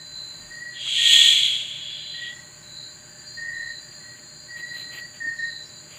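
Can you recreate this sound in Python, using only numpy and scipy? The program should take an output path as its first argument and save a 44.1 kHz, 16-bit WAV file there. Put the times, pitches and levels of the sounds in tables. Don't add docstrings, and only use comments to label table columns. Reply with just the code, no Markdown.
import sys
import numpy as np
from scipy import signal
from scipy.fft import rfft, irfft, next_fast_len
from scipy.io import wavfile
from scipy.ndimage import map_coordinates

SR = 44100
rng = np.random.default_rng(int(sys.argv[2]) if len(sys.argv) > 2 else 0)


def int16_out(signal):
    q = np.round(np.clip(np.atleast_2d(signal).T, -1, 1) * 32767)
    wavfile.write(sys.argv[1], SR, q.astype(np.int16))


N = 263718


def amp(db):
    return 10 ** (np.asarray(db) / 20)


def along(points, hz):
    f, values = np.transpose(points)
    return np.interp(np.log(hz + 1), np.log(f + 1), values)


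def curves(rows):
    times, *columns = np.transpose(rows)
    return [np.interp(np.arange(N) / SR, times, column) for column in columns]


def wobble(rate):
    coarse = np.arange(0, N + 16, 16)
    knots = rng.standard_normal(int(N * rate / SR) + 4)
    return np.interp(np.arange(N), coarse, map_coordinates(knots, [coarse * rate / SR]))


def window(start, length, edge):
    ramp = np.interp(np.arange(N) / SR - start, [0, edge, max(length - edge, edge), length], [0, 1, 1, 0])
    return ramp * ramp * (3 - 2 * ramp)


def filtered(x, response):
    size = next_fast_len(N + SR // 2)
    return irfft(rfft(x, size) * response(np.fft.rfftfreq(size, 1 / SR)), size)[:N]


def peak(f, hz, width):
    return 1j * f * width / (hz * hz - f * f + 1j * f * width)


def noise(response):
    x = filtered(rng.standard_normal(N), response)
    return x / np.sqrt(np.mean(x ** 2) + 1e-20)


def band(hz, width, order=2):
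    return noise(lambda f: peak(f, hz, width) ** order)


def shaped(spectrum):
    return noise(lambda f: amp(along(spectrum, f)))


def reverberant(x, t60, wet_db):
    t = np.arange(SR // 2) / SR
    tail = rng.standard_normal(len(t)) * amp(-60 * t / t60) * (t > .006)
    return x + amp(wet_db) * signal.fftconvolve(x, tail / np.linalg.norm(tail))[:N]


def cavities(f, modes):
    response = sum((-1) ** k * amp(db) * peak(f, hz, width) for k, (hz, width, db) in enumerate(modes))
    return response * peak(f, 3380, 2000)


def hiss():
    # time in seconds, breath level in dB, jet level in dB relative to the breath.
    effort = [(.72, -56, -15), (.77, -38.5, -23), (.85, -31, -13.5), (.95, -23, -15.5), (1.13, -13, -13),
              (1.28, -15, -13), (1.45, -21, -16.5), (1.72, -35, -18), (1.9, -36, -30), (2.1, -40.5, -35),
              (2.29, -37.5, -30), (2.36, -60, -30)]
    # frequency in Hz, width in Hz, relative level in dB.
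    main_modes = [(2913, 410, -9), (3364, 147, 3), (3595, 310, -11)]
    side_modes = [(1750, 650, -15.5), (2300, 306, -3), (3980, 260, 1), (4600, 580, -19)]
    edge_tones = [(7890, 350, 4.5), (9100, 360, -11), (10900, 650, -9.5), (13800, 700, -14)]
    # frequency in Hz, relative spectral density in dB.
    jet_spectrum = [(2940, -49), (5000, -17), (5630, -21), (6080, -6), (6980, 2), (7940, -6.5), (9500, -17),
                    (12400, -44), (20900, -120)]
    fizz_spectrum = [(7000, -38), (9000, -8), (10000, -0.5), (10900, -2), (12200, -2), (14000, -8),
                     (15500, -4.5)]
    breath_db, jet_db = curves(effort)
    fizz_db = -14.5 + 0.46 * breath_db + 0.48 * jet_db
    gate = window(effort[0][0], effort[-1][0] - effort[0][0], edge=.02)
    jaw = 0.61 + 0.32 * np.tanh(wobble(6.63))
    mouth = np.sin(jaw) * noise(lambda f: cavities(1.04 * f, main_modes))
    mouth += np.cos(jaw) * noise(lambda f: cavities(f, main_modes))
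    mouth += amp(-7.5) * noise(lambda f: cavities(f, side_modes))
    jet = amp(jet_db) * shaped(jet_spectrum) + amp(fizz_db) * shaped(fizz_spectrum)
    jet += sum(amp(fizz_db + db + 4.1 * wobble(8.9)) * band(hz, width) for hz, width, db in edge_tones)
    throat = amp(0.61 * breath_db - 29.5) * band(700, 900, order=1)
    flutter = amp(0.63 * wobble(30.23) + 0.37 * wobble(120))
    return reverberant(gate * amp(breath_db) * flutter * (mouth + jet + throat), t60=0.55, wet_db=-13.0)


def frogs():
    # start in seconds, length in seconds, pitch in Hz, pitch rise in Hz, level in dB.
    croaks = [(-.2, .25, 1850, 0, -48.5), (.4, .11, 1855, 0, -48.5), (0.499, .29, 1900, 38.5, -34.5),
              (0.976, 0.36, 1864, -14, -28), (2.136, 0.27, 1908, 37, -35), (3.368, 0.36, 1848, 0.5, -28.5),
              (3.419, 0.3, 1925, 2, -37.5), (3.999, .2, 1905, -1, -47.5), (4.482, .29, 1909, 8, -32.5),
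              (4.781, 0.31, 1903, 27, -38.5), (5.2, 0.15, 1843, 7, -24.5), (5.382, 0.12, 1847, -2, -23.5)]
    pulse_hz, unevenness, pulse_floor = 27.46, .15, 0.16
    scatter_db, scatter_hz, end_fade_db = 2, 7.2, 5.5
    voiced, hoarseness = np.zeros(N), np.zeros(N)
    waver, hurry = np.cumsum(11 * wobble(90)) / SR, wobble(14)
    for (start, length, hz, rise_hz, db), draws in zip(croaks, rng.standard_normal((len(croaks), 2, 20))):
        span = slice(max(int(start * SR), 0), int((start + length) * SR))
        t = np.arange(N)[span] / SR - start
        beat = np.abs(pulse_hz * t + unevenness * hurry[span] * np.sin(np.pi * t / length))
        size, stray = draws[:, beat.astype(int)]
        pulses = pulse_floor + np.abs(np.sin(np.pi * beat)) ** 0.66
        level = amp(db + scatter_db * size - end_fade_db * (2 * t / length - 1) ** 2)
        envelope = level * pulses * window(start, length, 0.0067)[span]
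        pitch = hz + rise_hz * (t / length - .5) + scatter_hz * stray
        voiced[span] += envelope * np.sin(2 * np.pi * (np.cumsum(pitch) / SR + waver[span]))
        hoarseness[span] += envelope * amp(-21 + 0.19 * (hz - 1853))
    return reverberant(voiced + hoarseness * band(1933, 84), t60=0.6, wet_db=-9.5)


def crickets():
    # start and end in seconds, pitch and glide in Hz, level in dB, phase swing in radians.
    trills = [(-.02, 0.433, 4058, -10, -35.5, 0.74), (.07, 0.421, 4270, -5, -49.5, 0.1),
              (.49, 0.821, 4186, -2, -43.5, 0.011), (1.919, 2.223, 4045, -5, -36, -0.4),
              (1.85, 2.2, 4370, -2, -51, 0.28), (2.296, 2.623, 4200, 3, -48.5, 2.3),
              (2.61, 2.94, 4043, 0, -38, 1.7), (2.74, 2.987, 4200, 0, -41.5, -1.4),
              (3.157, 3.461, 4210, 5, -45.5, 1.2), (3.521, 3.821, 4063, 6, -36.5, 0.96),
              (3.6, 3.82, 4280, 0, -42, -0.3), (3.857, 4.18, 4215, -4, -46.5, .3),
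              (4.159, 4.58, 4240, -3, -46.5, -.4), (4.361, 4.541, 4120, 0, -55, -1.4),
              (4.548, 4.99, 4080, 43, -37.5, 1.25), (4.702, 5.077, 4220, -6, -47.5, -0.3),
              (5.25, 5.6, 4291, -2, -45, 0.5), (5.358, 5.675, 4037, -5, -34.5, 1.07),
              (5.67, 5.82, 4010, 5, -45, 0.84), (5.65, 5.93, 4260, 3, -48, 0.69)]
    stroke_hz, gap_exponent, bend_lead_rad = 64.5, .38, .9
    crest, fade_db = 0.52, 4
    out, scrape = np.zeros(N), wobble(250) + 1j * wobble(250)
    hurry, strength = wobble(8.8), wobble(12)
    for (start, end, hz, glide, db, swing), (offset, phase) in zip(trills, rng.random((len(trills), 2))):
        span, length = slice(max(int(start * SR), 0), int(end * SR)), end - start
        t = np.arange(N)[span] / SR - (start + end) / 2
        stroke = 2 * np.pi * (stroke_hz * t + offset) + 0.29 * hurry[span]
        pulses = np.abs(np.sin(stroke / 2)) ** gap_exponent
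        swell = amp(db + 2.6 * strength[span] - fade_db * (2 * (t / length + .5 - crest)) ** 2)
        cycles = hz * t + glide * t * t / (2 * length) + phase
        tone = np.exp(1j * (2 * np.pi * cycles + swing * np.sin(stroke + bend_lead_rad)))
        rough_tone = np.imag((1 + 0.24 * scrape[span]) * tone)
        out[span] += window(start, length, 0.03)[span] * swell * pulses * rough_tone
    return reverberant(out, t60=.7, wet_db=-10)


def blanket_rustle():
    # start in seconds, length in seconds, body level in dB, treble level in dB.
    strokes = [(0.852, 0.044, -43, -75), (3.03, 0.12, -67, -70), (3.31, 0.057, -66, -68),
               (3.912, 0.032, -55, -68), (4.153, .06, -59, -64), (4.547, 0.082, -51, -57),
               (4.716, 0.15, -48, -53.5), (4.896, 0.12, -44.5, -51), (4.969, 0.06, -53, -61),
               (5.121, 0.077, -54.5, -63), (5.862, 0.21, -48.5, -68)]
    # frequency in Hz, relative spectral density in dB.
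    cloth_spectrum = [(250, -12), (500, -3.5), (1000, -5.5), (2300, 4.5), (3200, 5), (4500, -13),
                      (5500, -23), (7000, -12), (9000, -29)]
    fibre_spectrum = [(7000, -29), (9000, -12), (12000, -10), (14500, -1), (15500, -2)]
    body, treble = np.zeros(N), np.zeros(N)
    for start, length, body_db, treble_db in strokes:
        contact = window(start, length, edge=0.43 * length)
        body += amp(body_db) * contact
        treble += amp(treble_db) * contact
    body *= shaped(cloth_spectrum)
    treble *= amp(2.5 * wobble(300)) * shaped(fibre_spectrum)
    return amp(1.1 * wobble(150)) * (body + treble)


def paw_thumps():
    # start in seconds, frequency in Hz, level in dB.
    landings = [(2.05, 205, -54), (5.258, 299.6, -43.5)]
    t = np.arange(N) / SR
    return sum(amp(db) * window(s, 0.018, 0.013) * np.sin(2 * np.pi * hz * t) for s, hz, db in landings)


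def nose_whistle():
    # time in seconds, pitch in Hz, level in dB.
    contour = [(5.9, 9000, -75), (5.905, 9300, -63), (5.93, 11400, -60), (5.945, 10800, -72),
               (5.953, 10700, -66), (5.963, 11900, -61), (5.98, 12100, -59)]
    hz, db = curves(contour)
    envelope = window(contour[0][0], .2, .004) * amp(db + 2.5 * wobble(200))
    return envelope * np.sin(2 * np.pi * np.cumsum(hz + 60 * wobble(400)) / SR)


def thread_tick():
    # time in seconds, level of the exciting impulse in dB.
    snaps = [(5.294, -31)]
    impulses = np.zeros(N)
    for start, db in snaps:
        impulses[round(start * SR)] = amp(db)
    return filtered(impulses, lambda f: peak(f, 13500, 5000) ** 2)


def chorus():
    # centre in Hz, resonator width in Hz, level in dB, swell depth in dB.
    callers = [(1558, 130, -63, 1), (1760, 200, -64.5, 4), (1896, 89, -64, 0), (4164, 330, -55, -2),
               (4618, 73, -58, 5), (4712, 116, -54, 4), (7054, 940, -49, .5), (9610, 500, -73.5, 2)]
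    # start in seconds, length in seconds, level in dB.
    rasps = [(2.29, .16, -67), (2.56, .15, -68), (5.32, .16, -65), (5.59, .15, -64)]
    crowd = sum(amp(db + swell_db * (wobble(4.13) + 0.27 * wobble(37))) * band(hz, width, order=3)
                for hz, width, db, swell_db in callers)
    rasp = sum(amp(db) * window(start, length, .06) for start, length, db in rasps) * amp(3 * wobble(60))
    return crowd + rasp * noise(lambda f: peak(f, 5430, 400) ** 3 + .4 * peak(f, 5050, 400) ** 3)


def engine():
    # multiple of the firing rate, rms level in dB.
    harmonics = [(9, -70.5), (11, -74.5), (13, -86), (14, -63), (15, -70), (17, -73), (18, -62.5),
                 (19, -73), (23, -74), (24, -80), (27, -79.5), (28, -74), (32, -72.5), (34, -86),
                 (35, -78.5), (41, -72), (42, -70.5), (43, -74.5), (64, -78.5), (68, -72), (69, -83),
                 (70, -69), (71, -65), (96, -74), (98, -77), (99, -86), (120, -77), (126, -87), (128, -73)]
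    # frequency in Hz, group delay in seconds.
    delays = [(120, .005), (230, .03), (350, .036), (600, -.006)]
    firing_hz, scatter_rad = 8.5204, 0.83
    t, hz = np.arange(N) / SR, np.arange(130) * firing_hz
    lag = 2 * np.pi * firing_hz * np.cumsum(along(delays, hz))
    lag += scatter_rad * rng.standard_normal(len(hz))
    return sum(np.sqrt(2) * amp(db) * np.cos(2 * np.pi * hz[k] * t - lag[k]) for k, db in harmonics)


def fan():
    # frequency in Hz, rms level in dB.
    partials = [(125, -69.5), (208, -74.5)]
    drifting_time = np.arange(N) / SR + np.cumsum(0.012 * wobble(2.09)) / SR
    return sum(np.sqrt(2) * amp(db + 1.5 * wobble(10)) * np.sin(2 * np.pi * hz * drifting_time)
               for hz, db in partials)


def night_air():
    # frequency in Hz, relative spectral density in dB.
    spectrum = [(25, -27), (45, -39), (80, -5), (140, 1.5), (300, -8.5), (420, -12), (1200, -11.5),
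                (1900, -9.5), (3600, -15), (4900, -14), (5450, -54), (6200, -19), (9500, -21),
                (10600, -21.5), (11300, -35.5), (15500, -20)]
    # time in seconds, hum level in dB, rush level in dB.
    levels = [(0.0, -65, -80), (0.4, -61, -75), (1.2, -73, -78), (2.95, -69, -72), (5.98, -77, -64.5)]
    hum_db, rush_db = curves(levels)
    hum = amp(hum_db) * band(41.6, 4.6)
    rush = amp(rush_db + 3.5 * wobble(9.5)) * band(312, 300)
    return amp(-53 + 1.08 * wobble(2.484)) * shaped(spectrum) + hum + rush


def scene():
    calls = hiss() + frogs() + crickets()
    stirring = blanket_rustle() + paw_thumps() + nose_whistle() + thread_tick()
    return (calls + stirring + chorus() + engine() + fan() + night_air())[None]


def record(dry):
    cutoff_hz = 15510
    return filtered(dry[0], lambda hz: hz < cutoff_hz)[None]


dry = scene()
out = record(dry)
int16_out(out)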